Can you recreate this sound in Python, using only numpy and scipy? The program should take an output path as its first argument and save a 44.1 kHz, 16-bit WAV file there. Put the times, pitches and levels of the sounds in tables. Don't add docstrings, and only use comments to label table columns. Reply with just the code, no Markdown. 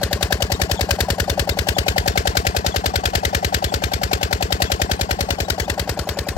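import sys
import numpy as np
from scipy import signal
from scipy.fft import rfft, irfft
from scipy.io import wavfile
from scipy.ndimage import uniform_filter1d, map_coordinates

SR = 44100
rng = np.random.default_rng(int(sys.argv[2]) if len(sys.argv) > 2 else 0)


def log_audio(samples):
    frames = np.atleast_2d(samples).T
    limited = np.clip(frames, -1, 1)
    pcm = np.round(limited * 32767).astype(np.int16)
    wavfile.write(sys.argv[1], SR, pcm)


def gain_from_decibels(decibels):
    exponent = np.asarray(decibels, float) / 20
    return 10 ** exponent


N = 280917
TIME_S = np.arange(N) / SR
HZ = np.fft.rfftfreq(N, 1 / SR)

# t/s, nearness level/dB, aim [-1 engine to the right, 1 engine to the left]
HAND = [(0, 0, -0.71), (0.602, 1.9, 0.4), (1.0, 2.1, -0.31), (1.6, 1.2, 0.063), (2.1, 1.75, 1),
        (2.6, 0.55, 1), (3.2, 0.5, 1), (4.0, -0.5, 1), (4.651, 1, 0.91), (5.1, -0.5, 0.88),
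        (5.501, -1.2, 0.37), (6.1, -3.8, -0.85), (6.37, -5, -0.78)]


def noise(colour, ripple_db=0.):
    hz, db = np.transpose(colour)
    tilt_db = np.interp(np.log(HZ + 1), np.log(hz), db)
    x = irfft(rfft(rng.standard_normal(N)) * gain_from_decibels(tilt_db + ripple_db), N)
    return x / x.std()


def walk(rate):
    hold = int(SR / rate)
    steps = np.repeat(rng.standard_normal(N // hold + 1), hold)
    return 0.75 * uniform_filter1d(uniform_filter1d(steps, hold), hold)[:N]


def swell(ms, tau):
    a = np.maximum(ms, 0) / tau
    return a * a * np.exp(2 - a) / 4


def add(out, s, sound):
    i = int(s * SR)
    a, b = max(i, 0), min(i + len(sound), N)
    if b > a:
        out[a:b] += sound[a - i:b - i]


def rings(blow, times, stroke_db, scatter_db, detune):
    out, ms = np.zeros(N), np.arange(SR // 10)[:, None] * 1000 / SR
    at_ms, modes = blow
    hz, tau, db = np.transpose(modes)
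    chance = rng.standard_normal((len(times), 3, len(hz)))
    for s, gain_db, (pitch, level, length) in zip(times, stroke_db, chance):
        wave = np.sin(2 * np.pi * hz * (1 + detune * pitch) * ms / 1000)
        envelope = swell(ms, tau * (1 + 0.028 * length))
        add(out, s + at_ms / 1000, (wave * envelope) @ gain_from_decibels(db + gain_db + scatter_db * level))
    return out


def sway(spectrum, bands_hz, s, curves_db):
    out = irfft(spectrum, N)
    for (lo, hi), db in zip(bands_hz, curves_db):
        gain = gain_from_decibels(np.interp(TIME_S, s, db - np.mean(db)))
        out = out + (gain - 1) * irfft(spectrum * (HZ > lo) * (HZ <= hi), N)
    return out


def strokes():
    marks = np.array([.032, .4213, .8105, 1.1999, 1.5888, 1.9798, 2.3698, 2.7613, 3.1523, 3.5435, 3.9353,
                      4.327, 4.7182, 5.1094, 5.5008, 5.8933, 6.2858])
    # level/dB, dB per dB of nearness, dB per unit of aim, cycle scatter/dB
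    boom_law = (0.091, 0.77, 0.01, 0.091)
    knock_law = (0.18, 0.63, 0.23, 0.59)
    blast_law = (-1.53, 0.98, 0.51, 0.83)
    jitter_ms = .18
    marks = np.r_[2 * marks[0] - marks[1], marks, 2 * marks[-1] - marks[-2]]
    chance = rng.standard_normal((4, 4 * len(marks) - 3))
    times = np.interp(np.arange(chance.shape[1]) / 4, np.arange(len(marks)), marks)
    times = times + jitter_ms / 1000 * chance[0]
    s, near_db, aim = np.transpose(HAND)
    near_db, aim = np.interp(times, s, near_db), np.interp(times, s, aim)
    levels = [db + a * near_db + b * aim + c * luck
              for (db, a, b, c), luck in zip((boom_law, knock_law, blast_law), chance[1:])]
    return times, *levels


def clatter(count=1800):
    out, ms = np.zeros(N), np.arange(SR // 60) * 1000 / SR
    for when, pitch, faint, length in rng.random((count, 4)):
        hz = 1300 * 7.0 ** pitch
        db = -43 - 3.4 * np.log(faint + .03) - 4.0 * pitch
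        tick = swell(ms, 0.43 + 2.2 * length) * np.sin(2 * np.pi * hz * ms / 1000)
        add(out, when * N / SR, gain_from_decibels(db) * tick)
    return out


def belt():
    # t/s, peak level/dB, f/Hz, length/ms
    squeaks = [(.543, -26, 3750, 14), (.765, -30.5, 3650, 10), (.774, -31, 3450, 8), (.782, -29, 3350, 8),
               (1.512, -26, 3730, 16), (1.748, -30, 3450, 18), (2.711, -31, 3550, 6),
               (2.720, -29, 3370, 14), (3.680, -28, 3460, 8), (3.693, -29, 3400, 16),
               (4.655, -30.5, 3500, 8), (4.665, -34, 3320, 26), (5.444, -35.5, 3850, 26),
               (5.642, -30, 3350, 10), (5.652, -35, 3600, 10)]
    rise_per_ms, octave_db = .002, -10
    out = np.zeros(N)
    for s, db, hz, length_ms in squeaks:
        ms = np.arange(int(length_ms * SR / 1000)) * 1000 / SR
        phase = 2 * np.pi * np.cumsum(hz * (1 + rise_per_ms * (ms - length_ms / 2))) / SR
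        squeak = np.sin(phase) + gain_from_decibels(octave_db) * np.sin(2 * phase)
        add(out, s, gain_from_decibels(db) * np.sin(np.pi * ms / ms[-1]) ** 0.58 * squeak)
    return out * gain_from_decibels(4.5 * walk(400))


def panels(times, blast_db, count=12):
    # lowest f/Hz, highest f/Hz
    panel_hz = (1500, 7220)
    ring_ms, latest_ms, level_db = 4.4, 30, -34
    out, ms = np.zeros(N), np.arange(SR // 11)[:, None] * 1000 / SR
    for s, db, (pitch, late, faint) in zip(times, blast_db, rng.random((len(times), 3, count))):
        hz = panel_hz[0] * (panel_hz[1] / panel_hz[0]) ** pitch
        ring = swell(ms - latest_ms * late, ring_ms) * np.sin(2 * np.pi * hz * ms / 1000)
        add(out, s, ring @ gain_from_decibels(level_db + 0.51 * db - 4.9 * late - 4.4 * faint - 4.4 * pitch))
    return out * gain_from_decibels(3.6 * walk(250))


def jet_tones(times, blast_db):
    # lowest f/Hz, highest f/Hz
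    jet_hz = (1400, 4999)
    jet_db = np.array([-13.5, -15, -16, -19])
    out, ms = np.zeros(N), np.arange(SR // 40)[:, None] * 1000 / SR
    for s, db, (late, bend, pitch) in zip(times, blast_db, rng.random((len(times), 3, len(jet_db)))):
        hz = jet_hz[0] * (jet_hz[1] / jet_hz[0]) ** pitch
        turns = hz * ms * (1 + 0.0071 * (bend - .5) * ms) / 1000
        add(out, s - .001, (swell(ms - 3.4 * late, 1.24) * np.sin(2 * np.pi * turns)) @ gain_from_decibels(db + jet_db))
    return out * gain_from_decibels(2.2 * walk(500))


def intake(times, boom_db):
    # f/Hz, swell/ms, level/dB
    blow = (51.8, [(185, 8.5, -30), (276, 3.6, -41), (99, 14.0, -38)])
    return rings(blow, times, boom_db - 0.37, 0.27, 0.0048)


def tappet(times, knock_db):
    # f/Hz, swell/ms, level/dB
    blow = (38.5, [(1076, 4.1, -35), (1692, 3.2, -39), (693, 3.3, -34.5), (338, 4.7, -42.5)])
    return rings(blow, times, knock_db, 2.5, 0.06)


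def valve_seat(times, boom_db):
    # f/Hz, swell/ms, level/dB
    blow = (27.0, [(431, 2.2, -20), (242, 1.5, -26), (528, 1.5, -31)])
    return rings(blow, times, boom_db + 1.6, 0.68, 0.01)


def gas(times, blast_db):
    # f/Hz, level/dB per Hz
    blast = [(500, -4.5), (1100, -5), (1700, 2), (2500, -2.5), (4200, 2), (5500, -2.5), (7000, -5.5),
             (9000, -11), (11500, -12), (13500, -17), (15300, -15)]
    hiss = [(300, -10), (540, 7.5), (850, 2), (1090, 5), (1280, -1), (1700, 3), (2300, -4.5), (3500, -2),
            (5800, -4), (7000, -8), (8200, -13.5), (9500, -15), (12000, -18), (15300, -18.5)]
    rumble = [(30, -28), (55, 14), (100, -38), (200, 4), (450, 0.5), (900, -1), (1500, -9), (3600, -23.5),
              (7000, -39), (12000, -42), (15000, -38)]
    spit_colour = [(6000, -14), (9500, -17.5), (12000, 3.5), (15500, 1.5)]
    # t/ms from valve opening, level/dB
    flow_curve = [(-22, -15.5), (-14.5, 0), (-1, -7.5), (-3.5, 6), (14.5, -2.5), (22, 2), (31, -4.5),
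                  (43.5, -4), (71.5, -17)]
    # t/ms from valve opening, swell/ms, level/dB
    spits = [
        (-18, 3, -40.5),
        (-1.5, 0.92, -22.5),
    ]
    burst_level_db, hiss_level_db, rumble_level_db = -11, -25.5, -35
    k = np.clip(np.searchsorted(times, TIME_S + .03) - 1, 0, len(times) - 1)
    late = 0.31 * rng.standard_normal(len(times))[k]
    ms, cycle_db = (TIME_S - times[k]) * 1000, blast_db[k]
    burst = swell(ms + 1.75 - late, 2.29) * gain_from_decibels(burst_level_db + cycle_db)
    flow = gain_from_decibels(hiss_level_db + 0.7 * cycle_db + np.interp(ms, *np.transpose(flow_curve)))
    spit = sum(swell(ms - at_ms - late, tau) * gain_from_decibels(db + cycle_db) for at_ms, tau, db in spits)
    eddies, gusts = gain_from_decibels(1.42 * walk(600)), gain_from_decibels(2.23 * walk(150))
    casing_db = 3.5 * walk(40)[:len(HZ)]
    draws = []
    for _ in range(2):
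        jet = eddies * (burst * noise(blast) + spit * noise(spit_colour))
        draws.append(jet + flow * gusts * noise(hiss, casing_db) + gain_from_decibels(rumble_level_db) * noise(rumble))
    return draws


def pipe_boom(times, boom_db):
    # f/Hz, swell/ms, level/dB
    boom = (9.2, [(95, 4.2, -13)])
    rebound = (22.2, [(74, 3.7, -18)])
    out = rings(boom, times, boom_db + 0.021, 0.12, 0.0022)
    return out + rings(rebound, times, boom_db + 0.75, .1, .003)


def exhaust_valve(times, knock_db):
    # f/Hz, swell/ms, level/dB
    lift = (-5.6, [(143, 6.9, -22), (749, 2.2, -23), (602, 1.7, -21)])
    crack = (-.7, [(373, .8, -15), (833, 1.0, -23)])
    out = rings(lift, times, knock_db + 0.15, 0.21, 0.0065)
    return out + rings(crack, times, knock_db + 0.43, 0.81, 0.039)


def combustion(times, knock_db):
    # f/Hz, swell/ms, level/dB
    hum = (-23.0, [(557, 11.0, -39), (833, .9, -32)])
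    knock = (-19.4, [(560, 5.4, -20), (680, 3.3, -25), (752, 1.7, -13), (876, 3.6, -27), (511, 1.5, -23)])
    out = rings(hum, times, knock_db + 0.1, 1.5, 0.002)
    return out + rings(knock, times, knock_db + 0.084, 1.0, 0.0013)


def right_port(same, other):
    # f/Hz, level/dB, lead/rad, unrelated share [0-1]
    ports = [(40, .3, -.15, .01), (90, .3, -.27, .01), (170, -1.5, -.7, .02), (330, -6.5, -1.05, .04),
             (550, -12.5, -.6, .06), (760, -4.5, -1.1, .08), (1300, -8, -2.6, .2), (2600, -9, -3.2, .3),
             (3400, -14, -2.8, .4), (5400, -18, -2.0, .7), (7500, -10, 0, .6), (9200, -1, 2.2, .25),
             (10250, 0, 3.14, .2), (16500, 0, 14.1, .2)]
    # low f/Hz, high f/Hz, delay/ms per unit of aim
    detour = [(0, 1600, .23), (1600, 7000, .14), (7000, 30000, 0)]
    # level/dB per unit of aim, level/dB per aim squared
    shadow = [(2, -2), (1.6, -6.5), (0.7, -0.5)]
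    shadow_hz = [(480, 900), (900, 2000), (2000, 9000)]
    hz, db, lead, share = np.transpose(ports)
    share = np.clip(np.interp(HZ, hz, share), 0, 1)
    turn = np.exp(1j * np.interp(HZ, hz, lead))
    mixed = np.sqrt(1 - share) * turn * rfft(same) + np.sqrt(share) * rfft(other)
    far = gain_from_decibels(np.interp(HZ, hz, db)) * mixed
    s, _, aim = np.transpose(HAND)
    swing = np.interp(TIME_S, s, aim - np.mean(aim))
    late = np.zeros(N)
    for lo, hi, ms in detour:
        band = irfft(far * (HZ >= lo) * (HZ < hi), N)
        late += map_coordinates(band, [np.arange(N) - ms * swing * SR / 1000], mode="mirror")
    shadow_db = np.array([a * aim + b * aim ** 2 for a, b in shadow])
    return sway(rfft(late), shadow_hz, s, -shadow_db)


def pair(body, near, far):
    # low f/Hz, high f/Hz
    ground_hz = [(130, 330), (500, 640), (680, 950), (950, 1400), (1800, 3800), (5000, 8000), (8000, 17000)]
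    ground_db = [-0.69, -1.2, 2.76, 1.4, 1.2, 0.48, -1]
    s, _, aim = np.transpose(HAND)
    both = rfft([body + near + clatter(), body + far + clatter()])
    left, other = sway(both, ground_hz, s, np.outer(ground_db, aim))
    return np.array([left, right_port(left, other)])


def scene():
    times, boom_db, knock_db, blast_db = strokes()
    body = belt() + panels(times, blast_db) + jet_tones(times, blast_db)
    body += intake(times, boom_db) + tappet(times, knock_db) + valve_seat(times, boom_db)
    body += pipe_boom(times, boom_db) + exhaust_valve(times, knock_db) + combustion(times, knock_db)
    near, far = gas(times, blast_db)
    return pair(body, near, far)


def starve(x, margin_db=9, luck_db=6):
    # low f/Hz, high f/Hz, channel [0 mid, 1 side]
    starved = [(9400, 11000, 0), (13000, 14500, 0), (11200, 12900, 1), (14900, 15800, 1), (15600, 22000, 0),
               (15800, 22000, 1)]
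    hz, _, frames = signal.stft(np.array([x[0] + x[1], x[0] - x[1]]) / 2, SR, nperseg=512)
    treble = np.sum(np.abs(frames[:, hz > 9000]) ** 2, axis=(0, 1))
    count = len(treble)
    for lo, hi, k in starved:
        luck = np.repeat(rng.standard_normal(count), 4)[:count]
        edge = 200 * np.repeat(rng.standard_normal((2, count)), 4, axis=1)[:, :count]
        bar = np.median(treble) * gain_from_decibels(2 * (margin_db + luck_db * luck))
        strip = (hz[:, None] >= lo + edge[0]) & (hz[:, None] < hi + edge[1])
        frames[k][strip & (treble < bar)] = 0
    mid, side = signal.istft(frames, SR, nperseg=512)[1][:, :N]
    return np.array([mid + side, mid - side])


def band_limit(x):
    return signal.sosfilt(signal.butter(12, 16790, fs=SR, output="sos"), x)


def record(dry):
    bass_cut = signal.butter(2, 36, "highpass", fs=SR, output="sos")
    top_cut = signal.cheby2(9, 42, 16450, fs=SR, output="sos")
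    x = np.tanh(.85 * signal.sosfiltfilt(bass_cut, dry)) / .85
    x = np.clip(signal.sosfilt(top_cut, x), -.95, .95)
    return band_limit(starve(x))


dry = scene()
out = record(dry)
log_audio(out)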